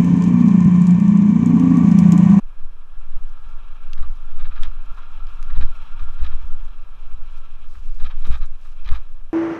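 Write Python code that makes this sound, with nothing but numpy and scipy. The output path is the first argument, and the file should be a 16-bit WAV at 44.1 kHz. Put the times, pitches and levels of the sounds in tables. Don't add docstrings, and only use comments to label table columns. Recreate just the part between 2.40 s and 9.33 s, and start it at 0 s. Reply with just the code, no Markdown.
import sys
import numpy as np
from scipy import signal
from scipy.fft import rfft, irfft, next_fast_len
from scipy.io import wavfile
from scipy.ndimage import uniform_filter1d

SR = 44100
rng = np.random.default_rng(int(sys.argv[2]) if len(sys.argv) > 2 else 0)


def master_out(mix):
    frames = np.transpose(np.atleast_2d(mix))
    ceiling = np.clip(frames, -1, 1)
    pcm = np.round(ceiling * 32767).astype(np.int16)
    wavfile.write(sys.argv[1], SR, pcm)


N = 305613
TIME = np.arange(N) / SR

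# start_s [s], rolling_db [dB], rasp_db [dB]
ROLLING = [(0.0, -60, -68), (0.37, -61.5, -69.5), (1.06, -54.5, -62.5), (1.87, -55.5, -63),
           (2.08, -54, -59.5), (2.63, -51.5, -60.5), (3.32, -51.5, -58.5), (3.69, -50.5, -59),
           (4.26, -55, -62.5), (4.44, -58, -64), (4.88, -56, -61.5), (5.36, -62, -64.5),
           (5.85, -59.5, -60.5), (6.06, -66, -69), (6.48, -58.5, -61), (6.93, -68, -70.5)]
# pitch_hz [Hz], width_hz [Hz], level_db at cruising [dB], slope [dB per dB of rolling]
TYRE_MODES = [(901, 28, -5.5, 1.14), (1193, 96, 0, 1.2), (1348, 50, 3, 1.5), (1584, 120, -14, 0.5)]
# pitch_hz [Hz], level_db [dB]
ROAR_COLOUR = [(150, -3.5), (300, -11.5), (500, -16.5), (720, -9), (880, -7), (1000, -4.5), (1200, -3),
               (1400, -5.5), (1490, -13), (1640, -4.5), (1900, -22.5), (2300, -22), (5000, -64)]
# pitch_hz [Hz], level_db [dB]
RASP_COLOUR = [(1500, -12.5), (2050, -7.5), (2350, 4.5), (2700, 4.5), (2950, -1), (3250, 2.5), (3650, -5),
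               (3950, -2.5), (4500, -19), (5100, -14.5), (5600, -13), (6500, -28.5), (10000, -41),
               (16000, -31)]
# middle_s [s], half_length_s [s], rustle_db [dB]
DRIFTS = [(1.757, 0.14, -84), (2.24, 0.045, -84), (2.95, 0.059, -75), (3.473, 0.1, -79), (4.16, 0.21, -79),
          (4.927, 0.052, -74), (5.33, 0.047, -66.5), (5.567, 0.14, -71.5), (5.867, 0.0078, -57.5),
          (5.934, 0.095, -66.5), (6.061, 0.0072, -59), (6.263, 0.073, -69.5), (6.55, 0.034, -66)]
# pitch_hz [Hz], level_db [dB]
LEAF_COLOUR = [(2000, -15), (4000, 7.5), (5600, 6), (7200, 3), (9000, -2), (14500, -8), (16000, -35)]
# start_s [s], length_s [s], level_db [dB], treble_lift_db [dB],
# ring_pitch_hz [Hz], ring_db against the chatter [dB]
RATTLES = [(1.568, 0.021, -48.5, -2, 1590, -10), (1.622, 0.018, -44.5, -4.5, 1240, -0.5),
           (1.989, 0.036, -48, -1.5, 1310, -9), (2.038, 0.029, -47.5, -0.5, 1330, -4),
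           (2.108, 0.021, -45.5, -10, 1340, -1), (2.15, 0.038, -47.5, -2.5, 1230, -4),
           (2.217, 0.044, -45.5, 2, 1240, -8), (2.57, 0.024, -48, -7, 1120, 4.5),
           (3.093, 0.021, -47, -6, 1670, -1), (3.144, .028, -47, -1.5, 1280, -5),
           (3.201, 0.033, -43.5, 2.5, 1650, -5), (3.587, .023, -48.5, -1, 1330, -8),
           (3.774, 0.046, -51, -0.5, 1320, -16), (3.827, 0.054, -45.5, 0, 1220, -9),
           (3.909, 0.028, -49, -2, 1160, -2), (5.342, 0.015, -52.5, -5, 1240, -1),
           (5.592, 0.029, -49, 0, 1300, -6), (5.633, 0.044, -45, 1.5, 1290, -4),
           (5.691, 0.033, -45.5, -4, 1220, -8.5), (5.818, 0.013, -56, 10, 1640, -8),
           (5.84, 0.029, -45.5, -2, 1240, -3.5), (5.863, .026, -52, -4, 1250, -6),
           (5.9, 0.07, -45.5, 1.5, 1220, -3), (6.003, 0.05, -51.5, 1.5, 1230, -1),
           (6.243, 0.023, -54.5, -5, 1220, -2), (6.443, 0.033, -51, 2.5, 1300, -7),
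           (6.472, 0.012, -38.5, 1.5, 1720, -9), (6.506, 0.036, -46, -2, 1150, 0),
           (6.534, 0.041, -45, -0.5, 1230, -2.5)]
# pitch_hz [Hz], width_hz [Hz], level_db [dB]
LOOSE_PARTS = [(1614, 81, -9.5), (2490, 350, -21), (3810, 230, -10.5)]
# pitch_hz [Hz], level_db [dB]
CHATTER_COLOUR = [(240, -43), (450, -7.5), (700, -7), (870, 3), (1050, -3), (1220, 9), (1470, -8.5),
                  (1650, 2), (2050, -6), (2400, 2), (2850, -7.5), (3250, -2), (4000, -12), (4700, -14.5),
                  (6000, -21), (8000, -36), (15000, -36)]
# start_s [s], peak_db [dB], colour_hz [Hz], width_octaves [octaves]
SNAPS = [(1.533, -28, 2640, 0.76), (1.601, -36, 1140, 0.22), (1.719, -57, 5900, .4),
         (1.772, -55, 6000, 0.32), (2.023, -50, 5960, .43), (2.234, -24.5, 2600, 0.82),
         (2.87, -39, 3050, 0.69), (3.028, -33, 2640, 1.2), (3.107, -38, 1800, .28), (3.177, -39, 2600, .4),
         (3.226, -41, 3000, 0.7), (3.231, -48, 3220, .7), (4.25, -50, 6300, 0.36), (5.354, -41, 1250, 0.18),
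         (5.851, -40, 3200, 0.45), (5.924, -45, 4200, .9), (5.944, -46, 4350, 0.45), (5.96, -46, 3800, .35),
         (6.029, -48, 3400, .45), (6.059, -48, 6500, 0.39), (6.447, -39, 2600, 0.76),
         (6.479, -43, 3600, 1.4), (6.49, -24.5, 1970, 0.83)]
# middle_s [s], push [signed share of full scale], half_length_s [s], shake_db [dB]
BUMPS = [(0.245, -0.17, 0.024, -50), (0.583, -0.25, 0.014, -46), (0.76, 0.41, .016, -40),
         (1.064, -0.093, 0.011, -42), (1.609, -0.48, 0.018, -19.5), (1.98, -0.28, 0.077, -36),
         (2.03, 0.17, 0.0095, -42), (2.084, -0.46, 0.017, -50), (2.213, -0.52, 0.02, -22),
         (2.276, 0.36, 0.012, -54), (2.509, 0.24, 0.014, -45), (3.131, 0.35, 0.012, -27),
         (3.182, -0.56, 0.0084, -14), (3.245, 0.84, 0.016, -36), (3.623, -0.45, .018, -24),
         (3.824, -0.57, 0.016, -15), (3.946, -0.45, 0.015, -25.5), (4.04, 0.24, 0.011, -32),
         (4.128, -0.38, 0.022, -30.5), (4.738, -0.35, .013, -37.5), (5.372, -0.2, 0.017, -26.5),
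         (5.631, -0.68, 0.018, -20.5), (5.901, -0.87, 0.013, -13), (6.467, -0.23, 0.0078, -31.5),
         (6.517, -0.82, 0.016, -14.5)]
# pitch_hz [Hz], level_db [dB]
THUD_COLOUR = [(30, -6), (48, 0), (80, 0), (100, -15), (125, -31), (175, -34), (330, -45), (1200, -65)]
# start_s [s], level_db
# [dB], pitch_hz [Hz], decay_t60_s [s],
KNOCKS = [(3.175, -30.5, 160, 0.037, -14.5), (3.211, -29, 156, 0.036, -12), (3.238, -30.5, 180, 0.055, -13),
          (5.874, -23.5, 156, 0.014, -14.5), (6.516, -39, 126, 0.042, -23)]
# pitch_hz [Hz], level_db [dB]
HELMET_COLOUR = [(70, -20), (130, 1), (210, -6), (320, -10), (650, -16), (1200, -53)]
# start_s [s], level_db [dB]
GUSTS = [(0.0, 3.5), (0.13, -8.5), (0.26, -1.5), (0.46, -8), (0.6, -4), (0.75, -2.5), (0.87, 2),
         (0.97, -5.5), (1.12, 1.5), (1.35, -3), (1.6, 4), (1.8, -3), (2.1, 1), (2.28, 4), (2.41, -5),
         (2.5, 0), (2.66, -5.5), (2.8, 4), (2.95, 1), (3.06, -1), (3.2, 2), (3.43, -8), (3.6, 5),
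         (3.85, -2), (4.03, 1.5), (4.25, 1.5), (4.55, -4.5), (4.78, 0), (5.15, -0.5), (5.35, 1.5),
         (5.47, 0.5), (5.7, -0.5), (6.06, 3.5), (6.2, -3.5), (6.5, -8), (6.68, -5), (6.82, 1.5),
         (6.93, -10)]
# pitch_hz [Hz], level_db [dB]
SWAY_COLOUR = [(1, -22), (4, -23), (8, 3), (11, 0.5), (14, -4.5), (20, -16), (26, -22.5), (33, -25.5),
               (50, -50.5), (100, -81), (300, -120)]
# pitch_hz [Hz], level_db [dB]
BUFFET_COLOUR = [(20, -37), (35, -6), (50, 9.5), (62, 10.5), (75, 6), (90, -12), (105, -12), (150, -52),
                 (175, -22), (250, -23), (500, -33.5), (2000, -65)]
# pitch_hz [Hz], level_db [dB]
AIR_COLOUR = [(100, 25.5), (300, 18), (600, 21.5), (1200, -10.5), (2000, 2.5), (6000, -0.5), (9000, -5.5),
              (11500, -2), (15000, -20), (16000, -25)]

CRUISE_DB, ROAR_DB, RING_DB, ROAR_SLOPE = -55, -56, -63, 0.58
RING_CLIMB, RING_WAVER, RING_FLUTTER_DB = 0.0023, 0.011, 1.5
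STRAY_DB, STRAY_PATCHY_DB = -15, 3
RATTLE_WAVER = 0.021
SWAY_DB, SWAY_RISE_DB, SWAY_REACH_S = -21, 14.5, 0.17
BUFFET_DB, BUFFET_RISE_DB, BUFFET_REACH_S = -51, 13, 0.096
AIR_DB = -64
CUT_OFF_HZ = 15300


def gain_of(db):
    return 10 ** (np.asarray(db) / 20)


def evened(x):
    return x / np.sqrt(np.mean(x ** 2) + 1e-20)


def coloured(x, points):
    hz, db = np.transpose(points)
    bins = np.fft.rfftfreq(len(x), 1 / SR)
    response = gain_of(np.interp(np.log(bins + .1), np.log(hz), db))
    return evened(irfft(rfft(x) * response, len(x)))


def noise():
    return rng.standard_normal(N)


def wander(rate_hz):
    size = next_fast_len(N, real=True)
    bins = np.fft.rfftfreq(size, 1 / SR)
    smooth = np.exp(-(bins / rate_hz) ** 2)
    return evened(irfft(rfft(noise(), size) * smooth, size)[:N])


def grains(per_s, spread_db):
    size = gain_of(spread_db * np.minimum(rng.exponential(1, N), 4))
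    struck = rng.random(N) < per_s / SR
    return evened(size * noise() * struck)


def resonate(x, hz, width):
    turn = np.exp(2j * np.pi * np.cumsum(hz * np.ones(len(x))) / SR)
    r = np.exp(-np.pi * width / SR)
    return evened((turn * signal.lfilter([1 - r], [1, -r], x / turn)).real)


def add(mix, s, sound):
    part = mix[max(round(s * SR), 0):][:len(sound)]
    part += sound[:len(part)]


def curve(table, column=1):
    rows = np.array(table)
    return np.interp(TIME, rows[:, 0], rows[:, column])


def swell(s, reach_s):
    return np.exp(-np.minimum(((TIME - s) / reach_s) ** 2, 50))


def jolting(reach_s, weight=1):
    calm = [1 - min(weight * abs(push), 1) * swell(s, reach_s) for s, push, _, _ in BUMPS]
    return 1 - np.prod(calm, axis=0)


def tyres():
    ground = wander(rate_hz=27)
    drive_db = curve(ROLLING, column=1) - CRUISE_DB
    stretch = 1 + RING_CLIMB * drive_db + RING_WAVER * wander(rate_hz=9.3)
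    roar = coloured(noise(), ROAR_COLOUR) * gain_of(ROAR_DB + ROAR_SLOPE * drive_db)
    for hz, width, db, slope in TYRE_MODES:
        ring = resonate(noise(), hz * stretch, width)
        ring = resonate(ring, hz * stretch, 3 * width)
        flutter_db = RING_FLUTTER_DB * wander(rate_hz=16)
        roar += ring * gain_of(RING_DB + db + slope * drive_db + flutter_db)
    grit = grains(per_s=4000, spread_db=2)
    rasp = coloured(noise() + 0.55 * grit, RASP_COLOUR) * gain_of(curve(ROLLING, column=2))
    return roar * gain_of(0.61 * ground) + rasp * gain_of(0.5 + 1.8 * ground)


def leaves():
    cracks = grains(per_s=5000, spread_db=3) * gain_of(2 * wander(rate_hz=70))
    patchy_db = STRAY_PATCHY_DB * wander(rate_hz=22)
    stray = gain_of(curve(ROLLING, column=2) + STRAY_DB + patchy_db)
    drifts = sum(gain_of(db) * swell(s, half_s) for s, half_s, db in DRIFTS)
    return coloured(cracks, LEAF_COLOUR) * (stray + drifts)


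def rattles(rise_s=0.0059, fall_s=0.008, tail_t60=0.099, arch_db=6, build_db=3, ring_width=330):
    impacts = grains(per_s=2000, spread_db=1.2)
    chatter = coloured(noise() + impacts, CHATTER_COLOUR)
    stretch = 1 + RATTLE_WAVER * wander(rate_hz=13)
    for hz, width, db in LOOSE_PARTS:
        part = resonate(noise(), hz * stretch, width)
        chatter = chatter + gain_of(db) * resonate(part, hz * stretch, 2 * width)
    chatter = evened(chatter)
    low_pass = signal.butter(2, 1900, fs=SR, output="sos")
    body = signal.sosfiltfilt(low_pass, chatter)
    treble = chatter - body
    body = body * gain_of(1.9 * wander(rate_hz=130))
    treble = treble * gain_of(1.9 * wander(rate_hz=130))

    t, out = np.arange(SR // 6) / SR, np.zeros(N)
    for s, length, db, lift_db, ring_hz, ring_db in RATTLES:
        progress = np.minimum(t / length, 1)
        ring = rng.standard_normal(len(t))
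        for width in (ring_width, 2 * ring_width, 2 * ring_width):
            ring = resonate(ring, ring_hz, width)
        bright = gain_of(lift_db + arch_db * (np.sin(np.pi * progress) - np.pi / 4))
        start = round(s * SR)
        span = slice(start, start + len(t))
        rise = 1 - np.exp(-(t / rise_s) ** 2)
        tail_db = -60 * np.maximum(t - length + fall_s, 0) / tail_t60
        shape = rise * gain_of(build_db * (progress - .5) + tail_db)
        burst = body[span] + bright * treble[span] + gain_of(ring_db) * ring
        add(out, s, gain_of(db) * burst * shape)
    return out


def snaps(crack_t60=0.0064, tail_t60=0.072, tail_db=-25, skirt=1.9, overtone=2.02, overtone_db=-17,
          tick_db=-43, tick_hz=2700, rise_cycles=0.77):
    t, out = np.arange(4096) / SR, np.zeros(N)
    bins = np.fft.rfftfreq(len(t), 1 / SR) + 1
    decay = gain_of(-60 * t / crack_t60) + gain_of(tail_db - 60 * t / tail_t60)
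    for s, db, hz, octaves in SNAPS:
        burst = rng.choice([-1., 1.], len(t))
        hump = (1 + (np.log2(bins / hz) / octaves) ** 2) ** -skirt
        hump = hump + gain_of(overtone_db) / (1 + (np.log2(bins / hz / overtone) / .15) ** 2)
        attack = 1 - np.exp(-(t * hz / rise_cycles) ** 2)
        tick = gain_of(tick_db) * min(hz / tick_hz, 1) ** 4
        crack = irfft(rfft(burst) * (hump + tick)) * attack * decay
        add(out, s - .0004, gain_of(db) * crack / abs(crack).max())
    return out


def bumps(rebound_s=0.0402, mount_hz=57, mount_t60=0.25, thud_db=-11, thud_rise_s=0.11, thud_t60=0.12):
    t, out = np.arange(-SR // 4, SR // 2) / SR, np.zeros(N)
    spread = np.exp(-(t / rebound_s) ** 2)
    swells = spread * (t / rebound_s) ** 4
    after = np.maximum(t + .5 / mount_hz, 0)
    wobble_shape = gain_of(-60 * after / mount_t60) * (1 - np.exp(-(after / 0.013) ** 2))
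    wobble = np.cos(2 * np.pi * mount_hz * t) * wobble_shape
    fade = gain_of(-60 * np.maximum(t / thud_t60, -t / thud_rise_s))
    for s, strength, push_s, shake_db in BUMPS:
        jerk = spread / (1 + (t / push_s) ** 2)
        push = jerk - swells * jerk.sum() / swells.sum()
        thud = coloured(rng.standard_normal(len(t)), THUD_COLOUR) * fade
        shake = np.sign(strength) * wobble + gain_of(thud_db) * thud
        add(out, s + t[0], strength * push + gain_of(shake_db) * shake)
    return out


def knocks(body_t60=0.052):
    t, out = np.arange(4000) / SR, np.zeros(N)
    attack = 1 - np.exp(-t / 0.00029)
    for s, db, hz, t60, body_db in KNOCKS:
        mount = gain_of(-60 * t / t60) * np.sin(2 * np.pi * hz * t)
        hollow = coloured(rng.standard_normal(len(t)), HELMET_COLOUR)
        body = gain_of(body_db - 60 * t / body_t60) * hollow
        add(out, s - .001, gain_of(db) * (mount + body) * attack)
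    return out


def wind():
    sway = coloured(noise(), SWAY_COLOUR)
    sway /= np.sqrt(uniform_filter1d(sway ** 2, size=7000) + .1)
    buffet = coloured(noise(), BUFFET_COLOUR)
    buffet /= np.sqrt(uniform_filter1d(buffet ** 2, size=3000) + .1)
    held_down = 1 - jolting(.08, weight=1.5)
    sway = sway * held_down * gain_of(SWAY_DB + SWAY_RISE_DB * jolting(SWAY_REACH_S))
    buffet = buffet * gain_of(BUFFET_DB + BUFFET_RISE_DB * jolting(BUFFET_REACH_S))
    edges = signal.windows.tukey(N, .012)
    return (sway + buffet) * gain_of(curve(GUSTS)) * edges


def air():
    return gain_of(AIR_DB) * coloured(noise(), AIR_COLOUR)


def scene():
    bike = tyres() + leaves() + rattles() + snaps()
    jolts = bumps() + knocks()
    return (bike + jolts + wind() + air())[None]


def record(dry):
    clipped = dry / (1 + (dry / .89) ** 60) ** (1 / 60)
    low_pass = signal.firwin(511, CUT_OFF_HZ, window=("kaiser", 9), fs=SR)
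    return signal.oaconvolve(clipped, low_pass[None], "same")


dry = scene()
out = record(dry)
master_out(out)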